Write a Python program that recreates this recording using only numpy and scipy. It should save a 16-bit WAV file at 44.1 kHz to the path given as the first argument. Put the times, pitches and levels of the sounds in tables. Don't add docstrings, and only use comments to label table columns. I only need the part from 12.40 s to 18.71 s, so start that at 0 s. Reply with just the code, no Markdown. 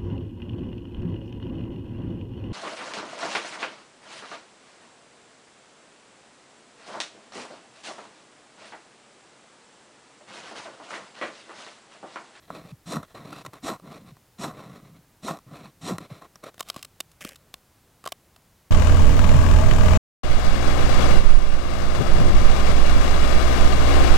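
import sys
import numpy as np
from scipy import signal
from scipy.fft import rfft, irfft, next_fast_len
from scipy.io import wavfile
from scipy.ndimage import map_coordinates

SR = 44100
rng = np.random.default_rng(int(sys.argv[2]) if len(sys.argv) > 2 else 0)


def wrap_up_sound(samples):
    columns = np.atleast_2d(samples).T
    tamed = np.clip(columns, -1, 1)
    steps = np.round(tamed * 32767).astype(np.int16)
    wavfile.write(sys.argv[1], SR, steps)


N = 278130
TIME = np.arange(N) / SR
SIZE = next_fast_len(N + SR // 2, True)
HZ = np.fft.rfftfreq(SIZE, 1 / SR)

# fastest moment t/s, run-up/s, run-out/s, grind level/dB, fizz level/dB,
# braking shudder level/dB, top ridge rate f/Hz, chatter level/dB
DOWNSTROKES = [(.533, 0.071, 0.089, -33.5, -39.5, -31.5, 432.3, -37),
               (1.287, .056, 0.081, -29.5, -36.5, -36.5, 736, -39.5),
               (2.047, 0.058, 0.088, -32.5, -39, -34.5, 737, -42),
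               (2.888, 0.058, 0.09, -32.5, -38.5, -33.5, 731, -42),
               (3.494, 0.078, 0.077, -32, -37.5, -28.5, 561, -36.5)]
# f/Hz, width/Hz, level above slope/dB
ROD_RESONANCES = [(179.6, 110, 7.5), (288.5, 35, 8.5), (656, 210, 6), (1017, 310, 11.5), (1144, 185, 5.5),
                  (1328, 220, 10), (1887, 185, 8), (2600, 190, 5), (3665, 330, 8), (4058, 200, 14),
                  (5610, 260, 9.5), (7040, 1100, 3), (8570, 2000, 5.5), (10800, 690, 5), (12200, 1200, 7)]
# f/Hz, relative density level/dB
SNAP_SLOPE = [(30, -13), (100, -3.5), (200, 0.5), (520, -1.5), (800, -4.5), (910, -12), (1050, -6.5),
              (1800, -5.5), (2400, -3), (4500, -6), (7500, -5), (12000, -7.5), (16000, -12.5)]
# low f/Hz, high f/Hz
SNAP_KNOCK_BANDS = [(1700, 17000), (40, 1700)]

USUAL_DB = -54


def amp(db):
    return 10 ** (np.asarray(db) / 20)


def unit(x):
    return x / np.sqrt(np.mean(x ** 2) + 1e-20)


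def along(points):
    f, v = np.transpose(points)
    return np.interp(np.log(HZ + 1), np.log(f), v)


def body(slope, modes):
    peaks_db = sum(db / (1 + (2 * (HZ - hz) / width) ** 2) for hz, width, db in modes)
    return amp(along(slope) + peaks_db)


def band(lo, hi, order=6):
    return ((1 + (lo / (HZ + 1)) ** (2 * order)) * (1 + (HZ / hi) ** (2 * order))) ** -.5


def ring(force, gain):
    cepstrum = irfft(np.log(np.maximum(unit(gain), 1e-5)), SIZE)
    cepstrum[1:SIZE // 2] *= 2
    cepstrum[SIZE // 2 + 1:] = 0
    response = np.exp(rfft(cepstrum))
    return irfft(rfft(force, SIZE) * response, SIZE)[:N]


def wobble(rate_hz):
    knots = rng.standard_normal(int(N * rate_hz / SR) + 4)
    return map_coordinates(knots, [TIME * rate_hz])


def envelope(curves, fade_s=0.0044):
    gain = np.zeros(N)
    for rows in curves:
        s, db = np.transpose(rows)
        inside_s = np.minimum(TIME - s[0], s[-1] - TIME)
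        gain += amp(np.interp(TIME, s, db)) * np.clip(1 + inside_s / fade_s, 0, 1)
    return gain


def bell(t, width):
    return 1 / (1 + (t / width) ** 2)


def contact(start, end, attack, release):
    return (1 + np.tanh((TIME - start) / attack)) * (1 + np.tanh((end - TIME) / release)) / 4


def grit(rate_hz, spread_db, smooth):
    spread = np.clip(rng.standard_normal(N), -2, 2)
    sizes = amp(spread_db * spread) * rng.choice([-1, 1], N)
    fractures = unit(sizes * (rng.random(N) < rate_hz / SR))
    return unit(fractures + smooth * rng.standard_normal(N))


def rough_tone(pitch_hz, rate_hz):
    return unit(wobble(rate_hz) * np.sin(2 * np.pi * np.cumsum(pitch_hz) / SR))


def add(track, s, sound):
    part = track[max(round(s * SR), 0):][:len(sound)]
    part += sound[:len(part)]


def rubbing(gains, colour, force):
    # low f/Hz, high f/Hz
    rub_bands = [(20, 400), (400, 1700), (1700, 17000)]
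    return sum(gain * ring(force, colour * band(*edges)) for gain, edges in zip(gains, rub_bands))


def stroke_gains():
    speed_up_s, slow_down_s, grind_power = 0.0088, 0.016, 0.5
    fizz_rise_db_per_s, fizz_fall_db_per_s, fizz_lead_s = 167, 268, 0.0062
    push_lead_s, brake_lag_s, jolt_s = 0.041, 0.028, 0.02
    push_db, brake_power = -37, 0.91
    bite_s, lift_off_s = 0.007, 0.011
    gains = np.zeros((3, N))
    for s, run_up_s, run_out_s, grind_db, fizz_db, shudder_db, _, _ in DOWNSTROKES:
        t = TIME - s
        speed = bell(t, np.where(t < 0, speed_up_s, slow_down_s))
        grind = amp(grind_db) * speed ** grind_power
        push = amp(push_db) * bell(t + push_lead_s, jolt_s)
        brake = amp(shudder_db) * bell(t - brake_lag_s, jolt_s) ** brake_power
        past_s = t + fizz_lead_s
        fizz = amp(fizz_db + np.minimum(fizz_rise_db_per_s * past_s, -fizz_fall_db_per_s * past_s))
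        touching = contact(s - run_up_s, s + run_out_s, bite_s, lift_off_s)
        gains += touching * np.array([np.hypot(push, brake), grind, fizz])
    return gains


def strokes(shudder_noise_db=-3):
    # f/Hz, relative density level/dB
    scrape_slope = [(30, -20), (80, -24.5), (140, -0.5), (450, -10), (780, -9.5), (880, -21.5), (1000, -18),
                    (1600, -21), (2300, -14.5), (4800, -17), (8000, -18), (11000, -30), (16000, -52)]
    bites = amp(1.03 * wobble(260))
    force = unit(grit(rate_hz=2500, spread_db=1.5, smooth=0.57) * bites)
    shudder, grind, fizz = stroke_gains()
    gains = amp(shudder_noise_db) * shudder, grind, fizz
    return rubbing(gains, body(scrape_slope, ROD_RESONANCES), force)


def chatter(slow_hz=130, dash_s=0.016, span_s=0.047, spacing_rad=1.0, height_spread=0.5, shudder_tone_db=-3.5):
    out, t = np.zeros(N), np.arange(-SR // 8, SR // 8) / SR
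    shudder = amp(shudder_tone_db) * stroke_gains()[0]
    for s, *_, top_hz, db in DOWNSTROKES:
        rate_hz = slow_hz + (top_hz - slow_hz) * bell(t, dash_s)
        ridges = np.cumsum(rate_hz) / SR
        spacing, height = (map_coordinates(row, [ridges / 1.3]) for row in rng.standard_normal((2, 200)))
        wave = np.sin(2 * np.pi * ridges + spacing_rad * spacing)
        tone = unit(wave * (1 + height_spread * height))
        skipping = amp(db) * np.exp(-(t / span_s) ** 4)
        level = np.hypot(skipping, np.interp(s + t, TIME, shudder))
        add(out, s + t[0], level * tone)
    return out


def sparks(spark_re_grind_db=-22):
    colour = band(7400, 17000) * amp(along([(7000, -19), (12000, 11), (16000, -4)]))
    sizzle = ring(grit(rate_hz=1300, spread_db=2, smooth=0.76), colour)
    return amp(spark_re_grind_db) * stroke_gains()[1] * sizzle


def slide_gains(speed, climb, touch_s=0.0073):
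    # t/s, length/s, shudder level/dB, grind level/dB, fizz level/dB
    brush_events = [(0.022, 0.037, -64, -65.5, -63.5), (0.08, .018, -52, -54, -59),
                    (0.629, .022, -71, -47, -54), (0.684, 0.048, -77, -58, -62),
                    (1.043, 0.053, -56, -52, -65), (1.131, 0.063, -56, -49, -56.5),
                    (3.603, 0.034, -44, -49, -55), (3.639, .028, -49, -46.5, -52.5),
                    (3.7, 0.101, -53, -48, -54.5), (3.816, 0.049, -64, -47.5, -59),
                    (4.037, 0.061, -53, -42, -50)]
    brush_fade_db_per_s = 72
    shudder_follows, grind_follows = 0.16, 0.8
    foot_top_db = (5, 1.5), (3.5, 1.5), (-8, -2)
    tilts = [amp(USUAL_DB + foot + (top - foot) * climb) for foot, top in foot_top_db]
    gains = np.array([speed ** shudder_follows, speed ** grind_follows, speed]) * tilts
    for s, length_s, *levels_db in brush_events:
        fade = amp(-brush_fade_db_per_s * np.abs(TIME - s))
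        gains += np.outer(amp(levels_db), fade * contact(s, s + length_s, touch_s, touch_s))
    return gains


def slides(low_hz=2000, high_hz=2500, sing_follows=.16, sing_db=-6, damped=0.92):
    # t/s, speed as level/dB
    return_curves = [
        [(0.108, -48.0), (0.134, -51.5), (0.154, -43.5), (0.237, -58.5), (0.317, -52.5)],
        [(0.749, -44.5), (0.845, -58.0), (0.857, -52.0), (0.885, -50), (0.913, -53.5), (0.925, -48),
         (1.017, -50.5), (1.029, -63.5)],
        [(1.427, -69.5), (1.447, -56.5), (1.562, -48.5), (1.642, -73), (1.666, -58.5), (1.714, -59.5)],
        [(2.139, -53.5), (2.195, -47), (2.295, -59.0), (2.371, -53), (2.419, -68.5), (2.47, -57.5),
         (2.53, -76.5), (2.566, -58.5), (2.586, -76)],
        [(3.069, -66.5), (3.097, -62), (3.157, -48.0), (3.221, -55.5), (3.261, -52.5), (3.297, -64),
         (3.308, -68)],
    ]
    # f/Hz, relative density level/dB
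    slide_slope = [(30, -4), (85, 0.5), (135, 11.5), (450, -5), (780, -12), (900, -22.5), (1020, -18),
                   (1600, -20.5), (2200, -20.5), (3200, -21), (5000, -27), (8500, -32.5), (16000, -42)]
    purr_hz, purr_follows, purr_db = 212.5, .6, -5.5
    upper_ratio, upper_db = 1.8, -5
    force = unit(grit(rate_hz=1200, spread_db=3.0, smooth=0.77) * amp(1.95 * wobble(110)))
    turns_s = [s for rows in return_curves for s in (rows[0][0], rows[-1][0])]
    climb = np.interp(TIME, turns_s, [0, 1] * len(return_curves))
    speed = envelope(return_curves) / amp(USUAL_DB)
    pace = np.maximum(speed, .5)
    pitch_hz = (low_hz + (high_hz - low_hz) * climb) * pace ** sing_follows
    sing = rough_tone(pitch_hz, rate_hz=400)
    sing = sing + amp(upper_db) * rough_tone(upper_ratio * pitch_hz, rate_hz=500)
    purr = rough_tone(purr_hz * pace ** purr_follows, rate_hz=70)
    modes = [(hz, width, damped * db) for hz, width, db in ROD_RESONANCES]
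    gains = slide_gains(speed, climb)
    shudder, _, fizz = gains
    friction = rubbing(gains, body(slide_slope, modes), force)
    return friction + amp(sing_db) * fizz * sing + amp(purr_db) * shudder * purr


def snaps(events, bands, colour, spike, tail_db, tail_t60_s, size_spread):
    out, t = np.zeros(N), np.arange(SR // 20) / SR
    answers = [ring([1.], colour * band(*edges))[:len(t)] for edges in bands]
    for s, *levels_db, length_s in events:
        tearing = (1 + t / length_s) * np.exp(-(t / length_s) ** 4)
        scatter = amp(tail_db - 60 * t / tail_t60_s)
        noise = rng.standard_normal(len(t)) * amp(2.5 * rng.standard_normal(len(t)))
        force = (tearing + scatter) * noise
        force[0] -= spike * np.linalg.norm(force)
        stretch = 1 + size_spread * rng.uniform(-1, 1)
        for answer, db in zip(answers, levels_db):
            sound = signal.fftconvolve(force, map_coordinates(answer, [t * SR * stretch]))
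            add(out, s, amp(db) * sound * np.sqrt(.005 * SR / np.sum(sound ** 2)))
    return out


def catches():
    # t/s, snap level/dB, knock level/dB, length/s
    catch_events = [(.103, -56, -30.5, 0.0017), (.558, -40.5, -33, 0.0054), (.567, -45, -28.5, 0.0044),
                    (.63, -52, -38, .004), (.75, -56, -43, 0.024), (.928, -46, -36.5, 0.0042),
                    (1.05, -47.5, -37.5, 0.0081), (1.063, -39.5, -35.5, 0.0045),
                    (1.134, -48.5, -39.5, 0.0097), (1.3015, -43, -28.5, 0.0026), (1.398, -60, -48, .002),
                    (1.768, -63, -52.5, 0.0021), (2.041, -43, -28, .004), (2.883, -43, -27, 0.0069),
                    (2.909, -45, -33, .003), (2.9715, -53, -47, .002), (2.988, -56, -48, .002),
                    (3.257, -62, -42, 0.0025), (3.583, -37, -32, .0016), (3.82, -56, -42.5, 0.0048),
                    (3.957, -54, -47.5, 0.0054), (4.038, -46, -36.5, 0.0054)]
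    colour = body(SNAP_SLOPE, ROD_RESONANCES) * amp(along([(1500, 4.0), (14000, -5.0)]))
    return snaps(catch_events, SNAP_KNOCK_BANDS, colour,
                 spike=.55, tail_db=-11, tail_t60_s=.035, size_spread=.02)


def blade(lift_s=3.957):
    # f/Hz, peak level/dB, t60/s
    blade_resonances = [(5230, -48, .016), (5650, -37.5, 0.012), (7700, -51, .012)]
    out, t = np.zeros(N), np.arange(SR // 10) / SR
    tick = sum(amp(db - 60 * t / t60_s) * np.sin(2 * np.pi * hz * t) for hz, db, t60_s in blade_resonances)
    add(out, lift_s, tick)
    return out


def thuds(rise=0.46, sag_s=0.019):
    # t/s, peak level/dB, reference f/Hz (pitch falls from 1.48 towards 0.48 of it), life/s
    thud_events = [(0.318, -34, 156.2, 0.021), (.561, -23, 172, 0.016), (1.067, -40, 147, 0.025),
                   (1.714, -40.5, 151, 0.02), (2.584, -47, 155, 0.016), (3.122, -38, 151, 0.014),
                   (3.525, -34, 153.6, 0.026), (3.709, -32, 146, 0.019), (4.3649, -31, 150, 0.004),
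                   (4.85, -27.5, 184, 0.004)]
    out, t = np.zeros(N), np.arange(SR // 10) / SR
    for s, db, reference_hz, life_s in thud_events:
        pitch_hz = reference_hz * (0.48 + np.exp(-t / sag_s))
        swell = (1 - np.exp(-(t / (rise * life_s)) ** 2)) * np.exp(-(t / life_s) ** 2)
        add(out, s, amp(db) * swell / swell.max() * np.sin(2 * np.pi * np.cumsum(pitch_hz) / SR))
    return out


def tinder():
    # t/s, snap level/dB, stick knock level/dB, length/s
    crackle_events = [(4.143, -55.5, -53.5, .003), (4.18, -52, -49.5, .002), (4.1945, -40, -45, 0.0073),
                      (4.2028, -54, -42, 0.003), (4.2067, -29, -30, 0.003), (4.227, -46, -52, 0.0048),
                      (4.287, -39, -47, 0.0083), (4.3003, -26.5, -35, 0.0026), (4.343, -48, -48, 0.0039),
                      (4.3628, -40.5, -36, 0.0048), (4.4278, -35.5, -50, 0.0033),
                      (4.4485, -39.5, -48.5, 0.0039), (4.6037, -29.5, -37.5, 0.0033),
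                      (4.6065, -31, -42.5, 0.0032), (4.716, -56, -63, .004), (4.809, -44.5, -46, 0.0061),
                      (4.849, -35.5, -38.5, 0.0029), (4.8905, -40.5, -51, .003),
                      (4.958, -46.5, -56, 0.0055), (5.1408, -35.5, -42.5, 0.0021),
                      (5.6405, -49, -42.5, 0.0021), (5.6545, -42, -47, 0.004), (5.661, -39, -29, 0.0045),
                      (5.6747, -34, -30, 0.0031), (5.6875, -48, -53, .0076), (5.721, -31, -33.5, .0046),
                      (5.9625, -53, -55, 0.0038)]
    # f/Hz, width/Hz, level above slope/dB
    tinder_resonances = [(700, 220, 7), (1130, 240, 11), (1380, 180, 5), (2700, 340, 3), (3100, 300, 6),
                         (3680, 320, 9), (4220, 320, 6), (5000, 340, 7), (8000, 700, 4)]
    # t/s, level/dB
    shifting_curve = [(4.25, -60.5), (4.295, -49.5), (4.325, -65), (4.38, -48.5), (4.42, -58)]
    # t/s, level/dB
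    curling_curve = [(4.81, -40.5), (4.84, -43.5), (4.88, -46.5), (4.95, -56.5)]
    # f/Hz, relative density level/dB
    rustle_slope = [(40, -16), (200, 0), (350, -10), (540, 4.5), (1000, -20), (1600, -2.5), (2300, 1),
                    (3100, -3), (3900, -18), (5500, -9.5), (11000, -12), (16000, -21)]
    wood = body(SNAP_SLOPE, tinder_resonances)
    force = unit(grit(rate_hz=1400, spread_db=5, smooth=.55) * amp(2.8 * wobble(220)))
    rub = envelope([shifting_curve]) * ring(force, wood * amp(along([(1500, -2), (12000, -8.5)])))
    crinkle = unit(grit(rate_hz=600, spread_db=5, smooth=.35) * amp(3 * wobble(180)))
    rustle = envelope([curling_curve]) * ring(crinkle, amp(along(rustle_slope)))
    crackle_colour = wood * amp(along([(250, -7), (600, -2), (1100, 1), (1800, 0)]))
    crackle = snaps(crackle_events, SNAP_KNOCK_BANDS, crackle_colour,
                    spike=.5, tail_db=-12, tail_t60_s=.022, size_spread=.035)
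    return rub + rustle + crackle


def air(air_db=-60.5, sway_db=0.6):
    # f/Hz, relative density level/dB
    air_slope = [(12, -76), (20, -8), (43, -7.5), (60, -5.5), (113, -4), (177, -8), (285, -12.6),
                 (357, -13.6), (976, -18), (2390, -23.5), (2600, -24.5), (14700, -28.5), (16000, -30.5)]
    # f/Hz, side re mid level/dB
    side_slope = [(30, -31), (300, -27.5), (1800, -17.5), (5000, -12.5), (13000, -6.5)]
    colour = amp(along(air_slope))
    mid = ring(rng.standard_normal(N), colour)
    rumble = irfft(rfft(mid, SIZE) * band(10, 1500), SIZE)[:N]
    mid = mid + rumble * (amp(sway_db * wobble(4.9)) - 1)
    wide = ring(rng.standard_normal(N), colour)
    side = irfft(rfft(wide, SIZE) * amp(along(side_slope)), SIZE)[:N]
    return amp(air_db) * np.array([mid + side, mid - side])


def scene():
    work = strokes() + chatter() + sparks() + slides() + catches() + blade() + thuds() + tinder()
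    return work + air()


def record(dry, top_hz=16200):
    return irfft(rfft(dry, SIZE) * (HZ < top_hz), SIZE)[:, :N]


dry = scene()
out = record(dry)
wrap_up_sound(out)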